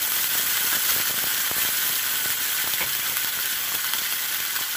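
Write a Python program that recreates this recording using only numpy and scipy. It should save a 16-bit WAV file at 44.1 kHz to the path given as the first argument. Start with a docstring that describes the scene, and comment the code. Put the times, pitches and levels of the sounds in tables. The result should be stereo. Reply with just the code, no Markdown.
"""Steam bubbles burst all over a hot frying pan as water is poured onto oil, onion and tomato.
Crowds of random clicks make the fizz and crackle, short rising tones the bubbles, bright cracks the spits.
Flying droplets tap the left microphone port of a phone held close above, as dull filtered clicks.
Something is set down with two knocks, made of fading tones and noise, in a small kitchen with short echoes."""
import sys
import numpy as np
from scipy import signal
from scipy.fft import rfft, irfft
from scipy.io import wavfile
from scipy.ndimage import uniform_filter1d

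SR = 44100
rng = np.random.default_rng(int(sys.argv[2]) if len(sys.argv) > 2 else 0)


def unload_wav(signal):
    """Save mono or channel-first audio to the path in sys.argv[1] as 16-bit WAV at rate SR, clipped to [-1, 1]."""
    wavfile.write(
        sys.argv[1],
        SR,
        np.round(np.clip(np.atleast_2d(signal).T, -1, 1) * 32767).astype(np.int16),
    )


N = 209916
TIME = np.arange(N) / SR
PORT_LAG_S = .00075  # how much later the far port hears a burst at the edge of the pan
# ringing tones (modes) of the pan and its filling: (frequency [Hz], width [Hz], level [dB])
PAN_RESONANCES = [(902, 63, 1), (1130, 420, 2.5), (1492, 143, 13.5), (1743, 61, 6), (2027, 13.6, 13.5),
                  (3130, 340, 6), (3530, 130, -6.5), (4240, 360, 7)]


def undb(db):
    """Turn decibels into a gain."""
    return 10 ** (np.asarray(db) / 20)


def unit(x):
    """Scale to an average strength (rms) of 1."""
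    return x / np.sqrt(np.mean(x ** 2) + 1e-18)


def fade(t, t60):
    """Die away by 60 dB in t60 seconds."""
    return np.exp(-np.log(1000) * t / t60)


def add(out, s, sound):
    """Mix a short sound in at time s."""
    i = int(np.clip(s * SR, 0, N - 1))
    out[..., i:i + sound.shape[-1]] += sound[..., :N - i]


def convolve(x, response):
    """Let every click in a sound set off a response, channel by channel."""
    return signal.oaconvolve(np.atleast_2d(x), np.atleast_2d(response), axes=1)[:, :N]


def butter(x, order, hz, kind="low"):
    """Filter a sound with a smooth low, high or band pass."""
    return signal.sosfilt(signal.butter(order, hz, kind, fs=SR, output="sos"), x)


def resonate(push, hz, width):
    """Let a push set one mode ringing; a narrow mode rings longer."""
    return signal.lfilter(*signal.iirpeak(hz, hz / width, fs=SR), push)


def swell(start, length):
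    """A smooth rise from 0 to 1 and a slower fall back."""
    peak = start + 0.27 * length
    ramp = np.interp(TIME, [start, peak, start + length], [0, 1, 0])
    return np.sin(ramp * np.pi / 2) ** 2


def boil():
    """Vigour in dB against full boil: it builds as the water spreads, then sags as it boils off."""
    # changes, mostly rises, where water runs onto fresh hot metal: (start [s], length [s], change [dB])
    flares = [(0, 0.076, 1.5), (0.508, 0.31, -0.5), (0.6, 0.48, 1.5), (0.828, 0.28, 1.5),
              (1.587, 0.13, 2.5), (1.76, 0.4, 1.5), (2.042, 0.06, 0.5), (2.158, 0.072, 0.5),
              (2.493, 0.074, 1.5), (3.736, 0.094, 0.5), (3.91, 0.16, 0.5)]
    # moments, mostly lulls, where the boil catches: (start [s], length [s], change [dB])
    lulls = [(0.27, 0.087, -1.5), (.765, 0.063, -3.5), (1.123, 0.053, -3.5), (1.472, 0.084, -2.5),
             (1.976, 0.1, -2.2), (2.34, 0.084, -1.5), (2.84, 0.064, -2.5), (3.294, 0.05, -3),
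             (3.803, 0.06, -1.5), (4.116, 0.04, 0.5), (4.23, 0.14, 0), (4.65, 0.067, -2)]
    full_boil_s, build_db_per_s, sag_db_per_s = 0.45, 3, 1.22
    since = TIME - full_boil_s
    trend_db = np.minimum(build_db_per_s * since, -sag_db_per_s * since)
    return trend_db + sum(db * swell(s, length) for s, length, db in flares + lulls)


def seethe(depth_db, low_hz, high_hz):
    """The whole boil wavers quickly at random, in dB."""
    return depth_db * unit(butter(rng.standard_normal(N), 2, [low_hz, high_hz], "band"))


def clicks(rate, spread_db):
    """Random clicks, rate per second on average, many small and few large."""
    size = undb(spread_db * np.minimum(rng.exponential(size=N), 4))
    happens = rng.random(N) < rate / SR
    return happens * size * np.sign(rng.standard_normal(N))


def spurts(rate, t60, steady, rise_s=0.0048):
    """Activity of one patch: it flares as water touches the metal, then dies back."""
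    flares = (rng.random(N) < rate / SR) * np.minimum(rng.exponential(size=N), 3)
    dying = signal.lfilter([1], [1, -fade(1 / SR, t60)], flares)
    activity = uniform_filter1d(dying, int(rise_s * SR) + 1)  # soften each sudden start
    return unit(np.sqrt(steady + np.abs(activity)))


def burst(place, scatter=1.2, lean_db=-0.5):
    """One burst at both ports: a click, first on its own side, then echoes off the food and pan wall."""
    t = TIME[:512]
    echoes = unit(rng.standard_normal((2, len(t))) * fade(t, .005)) / np.sqrt(len(t))
    response = scatter * echoes
    response[:, 0] = 1  # the click itself
    out = np.zeros((2, 2 * len(t)))
    for port, away in enumerate((place, -place)):
        add(out[port], max(away, 0) * PORT_LAG_S, response[port] * undb(-lean_db * away))
    return out


def fizz(rate, spread_db, spurt_rate, spurt_t60, steady, scatter, count):
    """Patches across the pan, each sputtering on its own."""
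    total = 0
    for place in np.linspace(-1, 1, count):
        sputter = clicks(rate / count, spread_db) * spurts(spurt_rate, spurt_t60, steady)
        total = total + convolve(sputter, burst(place, scatter))
    return unit(total)


def bubble_ring(t, hz, t60, glide):
    """A bubble rings briefly, rising in pitch as it opens."""
    return np.sin(2 * np.pi * hz * t * (1 + glide * t / t60)) * fade(t, t60)


def bubbles(centre_hz, octaves, cycles, spread_db, count, glide=0.093, lean_db=4.5):
    """Bubbles of many sizes ring all over the pan, each earlier and louder at the nearer port."""
    t = TIME[:int(2 * SR * cycles / centre_hz) + 100]
    when, place, pitch, size, life = rng.random((count, 5)).T[..., None]
    # pitches crowd around the centre
    hz = np.clip(centre_hz * 2 ** (octaves * np.log(pitch / (1 - pitch)) / 2), 900, 15000)
    t60 = cycles * (.5 + life) / hz
    ring = bubble_ring(t, hz, t60, glide) * undb(-spread_db * np.log(size + 0.03))
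    ports = []
    for away in (place - .5, .5 - place):
        start = np.abs(when * N + away * PORT_LAG_S * SR).astype(int)
        samples = (start + np.arange(len(t))).ravel()
        heard = ring * undb(-2 * lean_db * away)
        ports.append(np.bincount(samples, heard.ravel(), N)[:N])  # add up all the rings
    return unit(np.array(ports))


def snaps():
    """Skins of oil snap open: ticks of a few cycles, each with its own pitch; low ones more alike in size."""
    low = bubbles(centre_hz=2900, octaves=0.55, cycles=4, spread_db=2.1, count=2200)
    high = bubbles(centre_hz=5600, octaves=0.38, cycles=6, spread_db=4.2, count=1700)
    return unit(undb(-1) * low + high)


def pan_shimmer(rate=1300, spread_db=1.5, detune=0.015, uneven_db=3.0, count=6):
    """Bubbles collapse on the metal: each spot rings its own mix of modes, tuned by the liquid over it."""
    out = 0
    for spot in np.linspace(-1, 1, count):
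        push = unit(clicks(rate / count, spread_db) * spurts(rate=51, t60=0.014, steady=0.28))
        for k, (hz, width, db) in enumerate(PAN_RESONANCES):
            shape_db = uneven_db * np.cos(np.pi * (k + 2) * spot / 2 + k)
            tuned = 1 + detune * spot
            ring = signal.lfilter(*signal.iirpeak(hz * tuned, hz / width, fs=SR), push)
            out = out + undb(db + shape_db) * ring
    return out / np.sqrt(count)


def coarsen(x, db, low_hz=600, high_hz=5500):
    """Bigger bubbles put more of their sound into the middle range."""
    band = signal.butter(2, [low_hz, high_hz], "band", fs=SR, output="sos")
    middle = signal.sosfiltfilt(band, x)
    return x + (undb(db) - 1) * middle


def pan_colour(x, size=1024):
    """The pan and ports colour each side's sound; the filter only acts after each sound, never before."""
    # tone colour of the frying at the two ports: (frequency [Hz], left level [dB], right level [dB])
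    colour = np.array([(30, -14, -31), (102, -12, -14), (420, -10.5, -14.5), (815, -8.5, -10),
                       (900, -6, -5), (1960, 1.5, -4), (2580, -1.5, 1), (3450, 2.5, -1.5), (4480, -5, -3),
                       (7360, 0.5, 0), (7870, 5, 0.5), (8800, -2.5, -6.5), (11120, 6.5, 5.5),
                       (13400, 3.5, 8), (15300, 7.5, 11.5)])
    hz = np.fft.rfftfreq(size, 1 / SR) + 1
    responses = []
    for port in range(2):
        db = np.interp(np.log(hz), np.log(colour[:, 0]), colour[:, 1 + port])
        # fold the cepstrum (spectrum of the log spectrum) onto positive time
        cepstrum = irfft(np.log(undb(db)))
        cepstrum[1:size // 2] *= 2
        cepstrum[size // 2 + 1:] = 0
        responses.append(irfft(np.exp(rfft(cepstrum))))
    return convolve(x, responses)


def frying(vigour_db):
    """Fizz, crackle and bubbles surge together; as the water boils off, the sound grows coarser."""
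    age = TIME - TIME.mean()  # seconds from the middle of the scene
    fine = fizz(rate=20000, spread_db=2.4, spurt_rate=60, spurt_t60=.02, steady=.2, scatter=.1, count=14)
    crackle = fizz(rate=1300, spread_db=0.5, spurt_rate=60, spurt_t60=0.025, steady=0.28,
                   scatter=0.46, count=12)
    crackle = undb(-8) * crackle + undb(-6) * snaps()
    crackle = crackle * undb(0.2 * age)  # grows by 0.2 dB per second as the pan dries
    large = bubbles(centre_hz=2586, octaves=0.694, cycles=76, spread_db=1.0, count=1200)
    small = bubbles(centre_hz=6990, octaves=0.7, cycles=38, spread_db=1.0, count=4200)
    bursts = undb(-4) * fine + crackle + undb(-12) * large + undb(-7) * small + undb(-3) * pan_shimmer()
    # the pour breaks up into gulps as it ends: one swell that coarsens the boil
    gulps_db = 2.1 * swell(0.48, 0.27)
    coarse_db, coarse_db_per_s = -1.26, 0.7
    bursts = coarsen(bursts, coarse_db + coarse_db_per_s * age + gulps_db)
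    full_boil_db = -23.0  # before the pan colour
    boil_db = full_boil_db + vigour_db + seethe(depth_db=0.77, low_hz=5.3, high_hz=28.6)
    cracks = spits(db=-16.5)
    ringing = undb(-3.5) * pan_ring(cracks.mean(axis=0))
    return pan_colour(undb(boil_db) * bursts + cracks + ringing)


def tap(high_hz, low_hz=55):
    """One droplet on the phone: a dull push with a peak of 1."""
    click = 1. * (TIME[:2048] == 0)
    push = butter(click, 1, [low_hz, high_hz], "band")
    push = butter(push, 2, [35, 2400], "band")
    return push / np.abs(push).max()


def droplets(vigour_db):
    """Dull taps by the left port that the other port hardly hears; a harder boil makes the spray louder."""
    # larger droplets: (time [s], level before a shared gain [dB], brightness [Hz])
    landings = [(.037, -24, 600), (0.1692, -22, 900), (.244, -22, 500), (0.353, -14.5, 900),
                (.399, -20.5, 600), (.436, -21.5, 600), (0.646, -18, 700), (0.672, -19.5, 500),
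                (0.751, -17, 700), (0.7689, -17, 600), (0.964, -14.5, 700), (1.0002, -11, 1400),
                (1.099, -14, 1600), (1.1086, -14.5, 600), (1.142, -15, 1200), (1.179, -17, 600),
                (1.241, -8.5, 1600), (1.27, -17, 700), (1.514, -6, 1250), (1.566, -17, 550),
                (1.5825, -16, 600), (1.65, -16, 700), (1.689, -13.5, 900), (1.899, -19, 700),
                (2.2585, -12.5, 900), (2.642, -18, 600), (2.675, -15.5, 700), (2.739, -20, 600),
                (2.994, -24, 500), (3.097, -21, 600), (3.245, -18, 700), (3.3743, -21, 800),
                (3.749, -20, 900), (3.951, -27, 500), (4.019, -22, 500), (4.125, -23, 900),
                (4.403, -20, 700), (4.611, -18, 710)]
    tap_db, right_db = 1.0, -30
    spray_db, spray_per_db = -40, 1.14  # level at full boil, dB of spray per dB of vigour
    patter = clicks(rate=230, spread_db=1.05) * spurts(rate=50, t60=0.03, steady=.6)
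    # the spray stops reaching the phone at 4.57 s, falling by 90 dB per second
    ebb_db = 90 * np.maximum(TIME - 4.57, 0)
    spray = unit(convolve(patter, tap(700))[0])
    out = spray * undb(spray_db + spray_per_db * vigour_db - ebb_db)
    for s, db, bright_hz in landings:
        add(out, s, -tap(bright_hz) * undb(db + tap_db))
    return np.array([out, out * undb(right_db)])


def spits(db, rattle=0.24, rattle_t60=0.014, body_db=3.0):
    """A trapped drop explodes: a compact crack with a full middle range, and a brief rush of steam."""
    # sharp spits of oil: (time [s], level before a shared gain [dB], place [-1 left to 1 right edge])
    explosions = [(0.12, 10.5, -0.38), (0.232, 1, -0.2), (0.243, 11, -0.18), (0.556, -2, 0.68),
                  (0.571, 10, 0.46), (0.853, 2, -0.24), (.9335, 5, -0.65), (1.6495, 1, -0.1),
                  (2.303, 6, -0.65), (2.675, 10, -0.27), (2.7367, 12, 0.016), (2.826, 6, 0),
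                  (2.951, 8.5, -0.2), (3.0978, 7, -0.35), (3.1694, 13, -0.16), (3.244, -1, 0),
                  (3.247, 9.5, -0.09), (3.4577, 9.5, -0.16), (3.747, 7, -0.66), (3.751, 9, -0.2),
                  (3.8443, 8.5, -1.2), (3.9355, 13.5, -0.87), (3.987, 8, 0), (4.1245, 5.5, -0.6),
                  (4.3455, 8.5, -0.2), (4.4027, 7, 0.17), (4.451, 6.5, -0.62), (4.462, 2, -0.61),
                  (4.563, 9.5, -0.083)]
    out, t = np.zeros((2, N)), TIME[:1024]
    for s, size_db, place in explosions:
        steam = rattle * rng.standard_normal((2, len(t))) * fade(t, rattle_t60)
        add(out, s, undb(db + size_db) * (burst(place, scatter=0.88) + steam))
    return coarsen(out, body_db)


def pan_ring(push):
    """The pan rings as one body and reaches both ports together."""
    return sum(undb(db) * resonate(push, hz, width) for hz, width, db in PAN_RESONANCES)


def plops(db=5, t60=0.023, glide=0.019, lag_s=0.00026):
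    """The largest bubbles ring on their own, with a small random delay at each port."""
    # single bubbles that stand out: (time [s], level before a shared gain [dB], starting pitch [Hz])
    big_bubbles = [(0.167, -26, 3460), (.229, -28, 3600), (.729, -20.5, 1580), (0.732, -22, 3000),
                   (.891, -38, 1440), (0.918, -23, 3180), (1.187, -22.5, 1530), (2.504, -23, 3210),
                   (2.782, -22, 1990), (3.389, -23, 1470), (3.706, -28, 3450), (3.72, -28.5, 1110),
                   (3.983, -26, 3400), (3.987, -31, 3330), (4.3456, -24, 3450), (4.59, -28.5, 1010),
                   (4.752, -23, 1490)]
    out, t = np.zeros((2, N)), TIME[:1024]
    for s, size_db, hz in big_bubbles:
        for port, lag in enumerate(lag_s * rng.random(2)):
            add(out[port], s + lag, undb(db + size_db) * bubble_ring(t, hz, t60, glide))
    return out


def knocks(clatter_share=0.63, clatter_t60=0.19):
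    """A vessel meets the worktop: a short clatter, and its modes ring."""
    # touches that make up the knocks: (time [s], level [dB], brightness of the contact [Hz])
    contacts = [(2.806, -17.5, 3800), (2.8124, -18.5, 2200), (2.827, -26, 1700), (2.841, -33, 1500),
                (3.109, -25, 900)]
    # what vessel and worktop ring with: (frequency [Hz], relative level [dB], time to fade by 60 dB [s])
    modes = [(131, -23, 0.6), (266, -30, 0.096), (522, -4, 0.058), (933, 1, 0.057), (1512, -5, 0.069),
             (2200, 4, 0.029), (2280, 4, 0.055), (2420, -2, 0.035), (3100, -5, .06)]
    out, t = np.zeros((2, N)), TIME[:SR // 3]
    for s, db, bright_hz in contacts:
        ring = 0
        for hz, mode_db, t60 in modes:
            tone = np.sin(2 * np.pi * (hz * t + rng.random((2, 1))))
            ring = ring + undb(mode_db) * fade(t, t60) * tone
        clatter = clatter_share * rng.standard_normal((2, len(t))) * fade(t, clatter_t60)
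        add(out, s, undb(db) * butter(ring / 2 + clatter, 2, bright_hz))
    return out


def kitchen(x, wet_db, t60=0.11, count=6):
    """Hard walls close by return a short blurred tail; sounds from changing places get different echoes."""
    t = TIME[:SR // 5]
    hold = SR // 40  # samples before the next random place
    place = np.repeat(rng.integers(count, size=N // hold + 1), hold)[:N]
    wet = 0
    for k in range(count):
        tail = rng.standard_normal((2, len(t))) * fade(t, t60) * (t > .004)
        share = np.sqrt(np.abs(uniform_filter1d(1. * (place == k), hold // 2)))  # blend between places
        wet = wet + convolve(x * share, unit(tail) / np.sqrt(len(t)))
    return x + undb(wet_db) * wet


def scene():
    """The pan has weaker echoes than the knocks; the droplets touch the phone itself and have none."""
    vigour_db = boil()
    pan = kitchen(frying(vigour_db) + plops(), wet_db=-4.0)
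    set_down = kitchen(knocks(), wet_db=-2.5, count=2)
    return pan + set_down + droplets(vigour_db)


def record(dry):
    """The phone drops the deepest bass and cuts the top steeply."""
    dry = butter(dry, 3, 42, "high")
    top_cut = signal.ellip(12, .2, 75, 15480, fs=SR, output="sos")  # cuts above 15480 Hz
    return signal.sosfilt(top_cut, dry)


dry = scene()
out = record(dry)
unload_wav(out)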